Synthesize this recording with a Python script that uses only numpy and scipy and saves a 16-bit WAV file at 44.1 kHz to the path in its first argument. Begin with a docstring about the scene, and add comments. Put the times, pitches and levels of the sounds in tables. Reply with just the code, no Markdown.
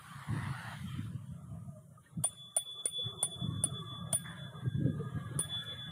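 """Wind on the microphone, traffic and a passing motorbike are heard first, all made of coloured noise.
Then a bicycle bell is flicked seven times while riding along a town street. Each flick gives a click,
a short piercing ping and a long beating hum, made of dying sines, pairs of waves and grainy noise.
Faint clinks, loose rattles and a dry tick join in; a bass cut, noise suppressor and band limit finish it."""
import sys
import numpy as np
from scipy import signal
from scipy.fft import rfft, irfft
from scipy.io import wavfile
from scipy.ndimage import uniform_filter1d

SR = 44100
rng = np.random.default_rng(int(sys.argv[2]) if len(sys.argv) > 2 else 0)


def put_to_file(sound):
    """Save the sound as 16-bit audio at rate SR, in the file named by the first command-line argument."""
    columns = np.atleast_2d(sound).T  # one column per channel
    safe = np.clip(columns, -1, 1)
    whole_steps = np.round(safe * 32767)
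    wavfile.write(sys.argv[1], SR, whole_steps.astype(np.int16))


N = 260631
TIME = np.arange(N) / SR


def amp(db):
    """Turns decibels into gain."""
    return 10 ** (np.asarray(db) / 20)


def unit(x):
    """Scales a signal to an rms of one."""
    return x / np.sqrt(np.mean(x ** 2) + 1e-20)


def curve(rows, axis=1):
    """Reads one column of a time table at every sample, with straight lines between rows."""
    rows = np.asarray(rows)
    return np.interp(TIME, rows[:, 0], rows[:, axis])


def colour(points, hz):
    """Gain of a spectrum at the given frequencies."""
    point_hz, point_db = np.transpose(points)
    return amp(np.interp(np.log(hz + 1), np.log(point_hz), point_db))


def add(mix, s, sound):
    """Mixes a sound in at time s."""
    part = mix[round(s * SR):][:len(sound)]
    part += sound[:len(part)]


def drift(rate_hz):
    """A random wander of unit rms; a higher rate makes it faster."""
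    step = 16  # worked out at every 16th sample, then joined by lines
    count = N // step + 2
    hz = np.fft.rfftfreq(count, step / SR)
    spectrum = rfft(rng.standard_normal(count)) * np.exp(-(hz / rate_hz) ** 2)
    slow = irfft(spectrum, count)
    return unit(np.interp(np.arange(N) / step, np.arange(count), slow))


def noise(points, patchy_db=0, size=1024):
    """Coloured noise whose level varies in small patches of time and pitch."""
    hop = size // 4
    hz = np.fft.rfftfreq(size, 1 / SR)
    real, imaginary, patches = rng.standard_normal((3, N // hop + 5, len(hz)))
    patches = uniform_filter1d(patches, size=13, axis=0)
    patches = unit(uniform_filter1d(patches, size=5, axis=1))
    patch_gain = amp(patchy_db * np.minimum(patches, 1.3))
    bins = (real + 1j * imaginary) * colour(points, hz) * patch_gain
    return unit(signal.istft(bins.T, nperseg=size, noverlap=size - hop)[1][:N])


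def impulse(points, size=2048):
    """A click of peak one with the given spectrum, with no sound before its start."""
    log_gain = np.log(colour(points, abs(np.fft.fftfreq(size, 1 / SR))))
    # the Hilbert transform finds the phase that packs the energy early
    click = np.fft.ifft(np.exp(np.conj(signal.hilbert(log_gain)))).real
    return click / abs(click).max()


def mode(t, hz, t60, rise):
    """A sine with a soft start (rise in s) that dies by 60 dB in t60 seconds."""
    tone = np.sin(2 * np.pi * (hz * t + rng.random()))
    return tone * amp(-60 * t / t60) * (1 - np.exp(-t / rise))


def steady(x, size=4000):
    """Takes the slow swells out of a noise, so that one control can set its level."""
    return x / np.sqrt(uniform_filter1d(x ** 2, size=size) + 1e-9)


def fuzzy(hz, spread_hz):
    """A tone smeared over a narrow band by two random wanders."""
    phase = 2 * np.pi * np.cumsum(hz * np.ones(N)) / SR
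    return unit(drift(spread_hz) * np.cos(phase) + drift(spread_hz) * np.sin(phase))


# slow rise and fall of the wind, before a shared trim: (time [s], level [dB])
BREEZE = [(0, -55.5), (.4, -41.5), (.65, -46.5), (1.0, -37.5), (1.35, -46.5), (1.7, -45.5), (2.1, -60.5),
          (2.3, -54), (2.7, -65), (3.3, -49), (3.5, -34.5), (3.85, -43.5), (4.55, -45), (4.85, -48),
          (5.05, -39), (5.91, -48)]
# single gusts that stand out of it, before the same trim: (time [s], level [dB], half length [s])
GUSTS = [(0.156, -42, 0.017), (0.345, -33, 0.045), (0.485, -37, 0.037), (0.853, -46, 0.031),
         (1.015, -55, 0.012), (1.144, -39.5, 0.027), (1.502, -40, 0.046), (2.186, -37, 0.028),
         (3.06, -44, 0.017), (3.449, -36.5, 0.021), (3.517, -40, 0.0051), (3.919, -35.5, 0.0092),
         (4.133, -35.5, 0.0068), (4.666, -33.5, 0.025), (4.861, -30, 0.082), (5.175, -35, 0.018),
         (5.361, -34.5, 0.015)]
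# colour of the wind on the microphone: (pitch [Hz], gain [dB])
WIND = [(20, -36), (40, -32.5), (62, -43.5), (90, -11.5), (135, 16), (180, 2.5), (230, -18.5), (330, -47.5),
        (480, -42), (700, -52), (1200, -80.5)]
# thumps where gusts hit the microphone, before shaping: (time [s], level [dB], pitch [Hz])
BUFFETS = [(.985, -32, 231), (3.655, -39.5, 281), (4.655, -38, 365), (4.845, -24, 150), (4.86, -29.5, 440),
           (4.876, -35, 290), (5.31, -41, 337)]


def wind():
    """Eddies rumble on the microphone; stronger gusts reach higher, and some land in thumps."""
    power = amp(curve(BREEZE)) ** 2
    for s, db, half_s in GUSTS:
        power = power + amp(db) ** 2 * np.exp(-((TIME - s) / half_s) ** 2)
    gust_db = 10 * np.log10(power)
    low = steady(noise(WIND, patchy_db=0.0), size=2000)
    out = amp(gust_db - 3.5) * low * amp(3.36 * drift(rate_hz=31))
    eddies = steady(noise([(120, -24), (260, 24), (420, 5.5), (540, 8.5), (800, -63.5)], patchy_db=2.5))
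    # the higher eddies grow 2.78 dB for each dB of wind
    out += amp(-63.5 + 2.78 * (gust_db + 39.0)) * eddies
    t = np.arange(SR // 10) / SR
    for s, db, hz in BUFFETS:
        swell = np.exp(-(t * hz / 3.5) ** 2) * (1 - np.exp(-(t * hz) ** 2))
        add(out, s, amp(db) * np.sin(2 * np.pi * hz * t) * swell)
    return out


# low rumble of the road: (pitch [Hz], gain [dB])
RUMBLE = [(20, 10.5), (45, 0), (90, -9.5), (160, -10), (400, -28), (900, -55)]
RUMBLE_DB = -65


def rumble():
    """The road rumbles faintly and without pause under the lulls in the wind."""
    return amp(RUMBLE_DB) * noise(RUMBLE, patchy_db=-0.5, size=2048)


# the passing motorbike: (time [s], exhaust level [dB], tyre level [dB])
PASS = [(0, -57, -61), (.25, -52, -63.5), (.4, -47.5, -68), (.6, -46.5, -60.5), (.74, -50, -55),
        (.9, -73, -56.5), (1.08, -70, -61), (1.2, -83, -72), (1.7, -90, -83.5), (2.3, -110, -110)]
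# colour of its exhaust: (pitch [Hz], gain [dB])
EXHAUST = [(70, -54), (250, -6), (450, -16), (600, -3.5), (800, 4), (1100, 8), (1700, 6), (2050, -0.5),
           (2400, -9), (3300, -8), (4200, -11), (5200, -21.5), (7000, -36.5), (9600, -15.5), (11400, -39),
           (15500, -36)]
# colour of its tyres: (pitch [Hz], gain [dB])
TYRES = [(700, -35.5), (1300, 3.5), (2100, -2.5), (2500, -8), (3100, 1), (4200, -13.5), (5500, -22),
         (9500, -18), (15000, -25.5)]
FIRING_HZ = 91  # middle of the engine's wavering pulse rate
# echo off the road: when the bike is nearest, half length of the pass, longest delay, strength 0-1
NEAREST_S, PASS_HALF_S, GROUND_DELAY_S, GROUND_ECHO = .52, 0.53, 0.001112, 0.16


def motorbike():
    """Pulsing exhaust noise swells and drops away, tyre hiss follows; a road echo sweeps through both."""
    turns = np.cumsum(FIRING_HZ * (1 + .06 * drift(rate_hz=20))) / SR
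    firing = unit(1.2 + np.exp(-(turns % 1) / .3))
    exhaust = amp(curve(PASS)) * firing * steady(noise(EXHAUST, patchy_db=4, size=1024))
    tyres = amp(curve(PASS, axis=2)) * noise(TYRES, patchy_db=5)
    direct = (exhaust + tyres) * amp(0.69 * drift(rate_hz=7.3))
    delay_s = GROUND_DELAY_S / np.hypot(1, (TIME - NEAREST_S) / PASS_HALF_S)
    return direct + GROUND_ECHO * np.interp(TIME - delay_s, TIME, direct)


WHINE_WAVER_HZ = 14  # rms wander of the pitch


def whine(s, half_s, hz, glide_hz_per_s, spread_hz, db):
    """A smeared, wavering tone that swells and fades as its vehicle goes by."""
    since = TIME - s
    glide = glide_hz_per_s * np.clip(since, -2 * half_s, 2 * half_s)
    pitch = hz + glide + WHINE_WAVER_HZ * drift(rate_hz=8.56)
    swell = amp(db + 3.3 * drift(rate_hz=14)) / (1 + (since / half_s) ** 2 / 2) ** 2
    return swell * steady(fuzzy(pitch, spread_hz), size=3000)


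# traffic further off, before trims: (time [s], lower band level [dB], upper band level [dB])
TRAFFIC = [(1.1, -70.5, -80), (1.5, -62.5, -85), (1.85, -68, -74.5), (2.1, -65.5, -69), (2.6, -63.5, -72.5),
           (2.8, -58.5, -73.5), (2.93, -70, -75.5), (3.07, -55, -76.5), (3.18, -52, -71.5),
           (3.6, -56.5, -64), (3.72, -52, -62.5), (3.85, -57, -63), (4.1, -48.5, -64.5), (4.19, -64.5, -64),
           (4.3, -54, -52.5), (4.5, -52, -56.5), (4.88, -72, -66.5), (5.0, -59, -59.5), (5.15, -51, -56.5),
           (5.5, -59, -52.5), (5.65, -80.5, -47.5), (5.91, -59.5, -54.5)]
# colour of the lower band: (pitch [Hz], gain [dB])
TRAFFIC_LOW = [(200, -33), (380, -6.5), (520, -7.5), (660, -1), (810, -11.5), (1000, -8), (1200, 3),
               (1380, -10), (1700, -76)]
# colour of the upper band: (pitch [Hz], gain [dB])
TRAFFIC_HIGH = [(1100, -6), (1420, 0.5), (1650, 0.5), (2050, -9), (2600, -22), (3100, -10.5), (4000, -16.5),
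                (5200, -63)]
# whines and drones of vehicles that come and go:
# (loudest at [s], half length [s], pitch [Hz], glide [Hz per s], spread [Hz], level [dB])
WHINES = [(0.14, .52, 1173, -200, 40, -61.5), (1.775, .07, 641, -380, 29.8, -60),
          (3.003, .04, 479, -200, 44.7, -61), (3.132, .09, 376, -60, 22, -54.5),
          (3.415, .04, 664, -300, 44.5, -57), (3.54, .08, 1093, -100, 34.8, -61),
          (3.8, .06, 395, -1, 41.8, -56), (3.907, .17, 1165, 59.5, 35, -55.5),
          (4.543, .42, 1626, -39.5, 29.5, -60.5), (5.038, .05, 435, 103.5, 55, -51.5),
          (5.051, .11, 1222, -200, 35, -57), (5.308, .05, 522, 302, 70, -61.5),
          (5.443, .44, 1664, -1, 24, -58.5)]
# fine tyre hiss, before a trim: (time [s], level [dB])
HISS_LEVEL = [(0, -60), (.75, -60.5), (1.2, -68.5), (2.1, -69), (3, -64), (4.9, -69), (5.6, -61.5),
              (5.9, -66.5)]
# its colour: (pitch [Hz], gain [dB])
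HISS = [(2500, -42.5), (4200, -39.5), (5200, -17), (6400, -4.5), (8000, -1.5), (9600, 5), (10700, 1),
        (12300, -9), (15300, -8)]


def street():
    """Two bands of patchy noise make murky traffic, with wavering whines and a fine hiss above."""
    low = steady(noise(TRAFFIC_LOW, patchy_db=6.5, size=2048))
    low = amp(curve(TRAFFIC) - 4.0) * low * amp(2.2 * drift(rate_hz=8))
    high = steady(noise(TRAFFIC_HIGH, patchy_db=7, size=2048))
    high = amp(curve(TRAFFIC, axis=2) - 4.5) * high * amp(1.9 * drift(rate_hz=9.9))
    tones = sum(whine(*row) for row in WHINES)
    hiss = amp(curve(HISS_LEVEL) - 3.5) * noise(HISS, patchy_db=4, size=2048)
    return low + high + tones + hiss


# faint, distant clinks: (time [s], level [dB], pitch [Hz])
CLINKS = [(1.974, -45.5, 1237), (2.06, -50, 1840)]
CLINK_T60 = 0.067  # s to fall by 60 dB


def clinks():
    """Small things knock and ring briefly somewhere down the street, each as one dying sine."""
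    t, out = np.arange(SR // 3) / SR, np.zeros(N)
    for s, db, hz in CLINKS:
        add(out, s, amp(db) * mode(t, hz, CLINK_T60, rise=0.0048))
    return out


# time the bounces last, and the greatest strength of one against the first blow
CHATTER_S, BOUNCE = .012, 0.35


def chatter(count=4):
    """The striker lands, then bounces a few times at uneven moments."""
    contacts = np.zeros(SR // 20)
    contacts[0] = 1
    for when, size in rng.random((count, 2)):
        bounce = BOUNCE * (.5 + size / 2) * rng.choice([-1, 1])
        add(contacts, when * CHATTER_S, np.array([bounce]))
    return contacts


# short modes of the housing and lever, varied each time: (pitch [Hz], level [dB], time to fall 60 dB [s])
HOUSING = [(970, -5, 0.024), (1430, 1, 0.047), (1740, -7, 0.02), (2157, -4.5, 0.062), (2890, -7, 0.069),
           (3253, 1, 0.032), (4400, -6, 0.054), (4620, -12, .11), (5280, -13, .035)]


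def housing(t):
    """The short modes of the housing, stirred a little differently each time."""
    out = np.zeros(len(t))
    for hz, db, t60 in HOUSING:
        strength = amp(db + 2.5 * rng.standard_normal())
        out += strength * mode(t, hz * rng.uniform(.99, 1.01), t60, rise=.0004)
    return out


PING_HZ = 9455


def ping(t, beat_s, return_s, second_db, swell_s=0.0072, fall_s=0.06):
    """The piercing mode holds for one beat, sinks, and swells back once, a little off pitch."""
    first = np.maximum(1 - (t / beat_s) ** 4, 0) * np.exp(-t / fall_s) * 1.1
    u = np.maximum(t - return_s, 0) / swell_s
    second = amp(second_db) * u * np.exp(1 - u)
    second_hz = PING_HZ + rng.uniform(-8, 8)
    return first * np.sin(2 * np.pi * PING_HZ * t) + second * np.cos(2 * np.pi * second_hz * t)


# one row a flick: (time [s], click level [dB], ping level [dB], length of the ping's first beat [s],
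# start of its second beat [s], second beat against the ping [dB], top mode level [dB], thump level [dB],
# thump pitch [Hz], thump lag [s], thump half length [s], crackle level [dB], clatter level [dB])
FLICKS = [(2.2399, -20.5, -25, 0.025, 0.021, -6, -49, -32.5, 696, .0071, .0027, -44.5, -52.5),
          (2.5653, -22, -21.5, 0.013, 0.0089, -8.5, -42, -30, 679, .0060, .0028, -55, -52.5),
          (2.8557, -37.5, -24, 0.01, 0.021, -13, -45.5, -35, 520, 0.0019, 0.0023, -72, -51.5),
          (3.229, -21, -20, .008, .009, -8.5, -55, -31, 772, .0016, .0017, -52, -47),
          (3.6377, -27, -21, .014, .009, -19, -57, -35.5, 649, .0031, .0025, -52, -50),
          (4.1297, -22, -26.5, 0.014, 0.014, 2, -35, -34.5, 671, 0.0077, 0.0049, -52, -48.5),
          (5.3905, -28, -26, 0.011, 0.0089, -4.5, -40, -33.5, 420, 0.00107, 0.0024, -48.5, -50)]
# faint clicks just before or after a flick: (time [s], level [dB])
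FAINT_CLICKS = [(2.2369, -34.5), (2.575, -37), (4.126, -36.5), (4.158, -42.5)]
# colour of the striker's click: (pitch [Hz], gain [dB])
CLICK = [(150, -21), (600, 8), (1400, -18.5), (2600, -19), (4500, -7), (6000, -14.5), (8000, 5.5),
         (9400, 8.5), (11000, 0.5), (13000, 7), (15000, -2), (15800, -11.5)]
# colour of the striker's buzz on the dome: (pitch [Hz], gain [dB])
RATTLE = [(1500, -18.5), (2600, -15), (4500, -20.5), (6000, -26), (8200, -9.5), (9400, 13.5), (10300, -5.5),
          (11500, -18.5), (15000, -10)]
# colour of the street's answer: (pitch [Hz], gain [dB])
ECHO = [(3000, -20), (4000, -26.5), (4550, -24), (5200, -29.5), (7000, -34.5), (9000, -16.5), (9400, -1),
        (9650, 6), (9900, -19.5), (11000, -35.5), (14200, -22.5), (14950, -25), (15400, -43.5)]
# colour of the rough crackle under each ping: (pitch [Hz], gain [dB])
CRACKLE = [(200, -3.5), (420, -5.5), (900, 17.5), (1450, 12), (1850, -22), (2500, -18), (3800, -11),
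           (4500, -3), (5600, -28), (8000, -28)]
CRACKLE_S = 0.013  # length of its strong part
TOP_HZ, MIDDLE_HZ = 14640, 7148
MIDDLE_DB = -20  # against the crackle level
BOUNCE_CLICK_DB = -23.5  # against the click level


def flicks():
    """The striker clicks and chatters, high modes flash up and the housing clatters.
    Under each ping lie a low thump and rough crackle, as of an overloaded microphone."""
    t, out = np.arange(SR) / SR, np.zeros(N)
    buzzing, echoing, crackling = np.zeros((3, N))
    click, short = impulse(CLICK), t[:SR // 5]
    for (s, click_db, ping_db, beat_s, return_s, second_db, top_db,
         thump_db, thump_hz, thump_lag_s, thump_s, crackle_db, clatter_db) in FLICKS:
        contacts = chatter()
        add(out, s, amp(click_db) * click)
        add(out, s, amp(click_db + BOUNCE_CLICK_DB) * signal.fftconvolve(contacts, click))
        add(out, s, amp(clatter_db) * signal.fftconvolve(contacts, housing(short)))
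        add(out, s, amp(ping_db) * ping(t, beat_s, return_s, second_db))
        add(out, s, amp(top_db) * mode(t, TOP_HZ, t60=.2, rise=.014))
        add(out, s, amp(crackle_db + MIDDLE_DB) * mode(t, MIDDLE_HZ, t60=.9, rise=.001))
        thump_swell = np.exp(-((t - thump_lag_s) / thump_s) ** 2)
        add(out, s, amp(thump_db) * thump_swell * np.sin(2 * np.pi * thump_hz * t))
        add(out, s, amp(thump_db - 25) * mode(t, thump_hz, t60=.2, rise=.005))
        # the crackle holds briefly and leaves a faint tail
        crackle = np.exp(-(t / CRACKLE_S) ** 6) + amp(-20) * np.exp(-t / .025)
        add(crackling, s, amp(crackle_db) * crackle)
        # the striker buzzes against the dome for about as long as the ping's first beat, then fades
        contact = np.exp(-(t / (beat_s + 0.012)) ** 2) + amp(second_db) * np.exp(-t / 0.019)
        add(buzzing, s, amp(-40.5) * contact + amp(click_db - 2.5) * np.exp(-t / 0.00019))
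        echo = np.exp(-t / 0.075) * (1 - np.exp(-t / 0.0028))
        add(echoing, s, amp(-50.5 + 0.39 * (second_db + 10.0)) * echo)
    for s, db in FAINT_CLICKS:
        add(out, s, amp(db) * click)
        add(out, s, amp(db - 14.5) * housing(short))
    grain = unit(amp(3.5 * drift(rate_hz=250)))
    rough = buzzing * noise(RATTLE, patchy_db=4, size=512)
    rough += crackling * noise(CRACKLE, patchy_db=5, size=1024)
    return out + grain * rough + echoing * noise(ECHO, patchy_db=5, size=512)


# the hum before its beating: (time [s], level [dB])
HUM_LEVEL = [(2.25, -42.5), (2.31, -54.5), (2.38, -44), (2.55, -50.5), (2.58, -39.5), (2.7, -37.5),
             (2.81, -39), (2.86, -44), (2.98, -31), (3.13, -39.5), (3.24, -39), (3.44, -40), (3.53, -47.5),
             (3.62, -40.5), (3.69, -43.5), (3.77, -40.5), (3.98, -44), (4.12, -50.5), (4.14, -37.5),
             (4.18, -47.5), (4.26, -48), (4.41, -47.5), (4.58, -54), (4.9, -60.5), (5.1, -63), (5.38, -60),
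             (5.4, -43.5), (5.54, -33.5), (5.69, -38.5), (5.91, -40)]
# moments at which a second wave opposes the hum, wholly, partly or not at all:
# (time [s], strength of that wave [0-1])
HUM_DIPS = [(2.225, 1), (2.28, 0.8), (2.345, 0.7), (2.54, 0.47), (2.645, .85), (2.765, 0.1), (2.832, .95),
            (2.888, 0.74), (3.165, 0.8), (3.3, 0.6), (3.378, 0.7), (3.495, 0.77), (3.62, 0), (3.715, 0.78),
            (3.835, .95), (4.055, 0.5), (4.2, 0), (4.35, 1), (4.535, .7), (4.64, 0.9), (4.84, 0.7),
            (4.97, .8), (5.17, 0.8), (5.36, 0), (5.475, 0.9), (5.648, 0.75), (5.76, 0.66), (5.895, 0.2),
            (6.0, 0.5)]
HUM_HZ = 3442
DOPPLER = 1.021  # echoes from ahead come back sharp


def hum():
    """The lowest mode rings on, two waves beating unevenly as the bicycle moves; street echoes flutter."""
    ring = amp(curve(HUM_LEVEL)) * np.clip((TIME - FLICKS[0][0]) / .002, 0, 1)
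    # the two waves turn apart by one full turn from row to row
    dip_count = np.interp(TIME, np.asarray(HUM_DIPS)[:, 0], np.arange(len(HUM_DIPS)))
    apart = np.exp(1j * np.pi * dip_count)
    pair = ring * (apart - np.clip(curve(HUM_DIPS), 0, 1) / apart) / 2
    direct = (pair * np.exp(2j * np.pi * HUM_HZ * TIME)).real * amp(.6 * drift(rate_hz=60))
    around = uniform_filter1d(ring, size=12000)
    scatter = amp(-28) * around * fuzzy(HUM_HZ, spread_hz=45)
    ahead = amp(-27) * around * fuzzy(DOPPLER * HUM_HZ, spread_hz=18)
    return direct + scatter + ahead


# short rattles in the traffic, before their rise: (time [s], level [dB], fade [s])
RATTLES = [(3.034, -60, 0.061), (4.243, -44, 0.063)]
# their colour: (pitch [Hz], gain [dB])
LOOSE = [(400, -26), (800, -1), (1250, 1.5), (1550, 0.5), (1800, 7), (2200, -2), (2700, -27.5), (4200, -26),
         (6000, -32)]
RATTLE_RISE_S = 0.012


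def rattles():
    """Loose parts on passing vehicles shake in short bursts of grainy noise."""
    level = np.zeros(N)
    for s, db, fade_s in RATTLES:
        age = np.maximum(TIME - s, 0)
        level += amp(db) * (1 - np.exp(-age / RATTLE_RISE_S)) * np.exp(-age / fade_s)
    grain = unit(amp(2.5 * drift(rate_hz=110)))
    return level * grain * steady(noise(LOOSE, patchy_db=-3.5, size=512), size=1500)


TICK_S = 5.635  # when it starts


def tick():
    """A faint, dry tick from the bicycle: a very short burst of noise."""
    age = np.maximum(TIME - TICK_S, 0)
    burst = amp(-56) * np.exp(-age / .014) * (1 - np.exp(-age / .002))
    return burst * noise([(300, -10), (650, 10), (1500, 0), (5000, -8), (9500, 0), (15000, -5)])


def scene():
    """The bell close by, in the wind and the street."""
    background = wind() + rumble() + motorbike() + street()
    return (background + clinks() + flicks() + hum() + rattles() + tick())[None]


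# floor of the noise suppressor's gain: (pitch [Hz], lowest gain [dB])
SUPPRESSION = [(60, -16.5), (300, 3.5), (2000, -13), (5000, 0), (7000, -12.5), (10000, -2.5)]


def suppress(x, size=1024):
    """Noise suppressor: bins weak against their running average are turned down, leaving a watery murk."""
    overlap = size - size // 4
    hz, _, bins = signal.stft(x, SR, nperseg=size, noverlap=overlap)
    power = uniform_filter1d(abs(bins) ** 2, size=5, axis=-1)
    power = uniform_filter1d(power, size=2, axis=-2)
    level_db = 10 * np.log10(power.clip(1e-16))
    average_db = uniform_filter1d(level_db, size=45, axis=-1)
    average_db = uniform_filter1d(average_db, size=5, axis=-2)
    # sounds well above the usual level are not turned down
    usual_db = np.median(average_db, axis=-1, keepdims=True)
    threshold_db = np.minimum(average_db + 1, usual_db + 6)
    gain = amp(np.minimum(1.6 * (level_db - threshold_db), 0))
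    # the floor is above 0 dB around 300 Hz, so it lifts that region
    gain = np.maximum(gain, colour(SUPPRESSION, hz)[:, None])
    return signal.istft(bins * gain, nperseg=size, noverlap=overlap)[1][..., :N]


EDGE_HZ = 15600  # upper band limit


def record(dry):
    """The camera's bass cut against wind, its noise suppressor and its band limit."""
    bass_cut = signal.butter(3, 74, "highpass", fs=SR, output="sos")
    thinned = signal.sosfilt(bass_cut, dry)
    band_limit = signal.firwin(401, EDGE_HZ, window=("kaiser", 8), fs=SR)
    return signal.oaconvolve(suppress(thinned), band_limit[None], "same")


dry = scene()
out = record(dry)
put_to_file(out)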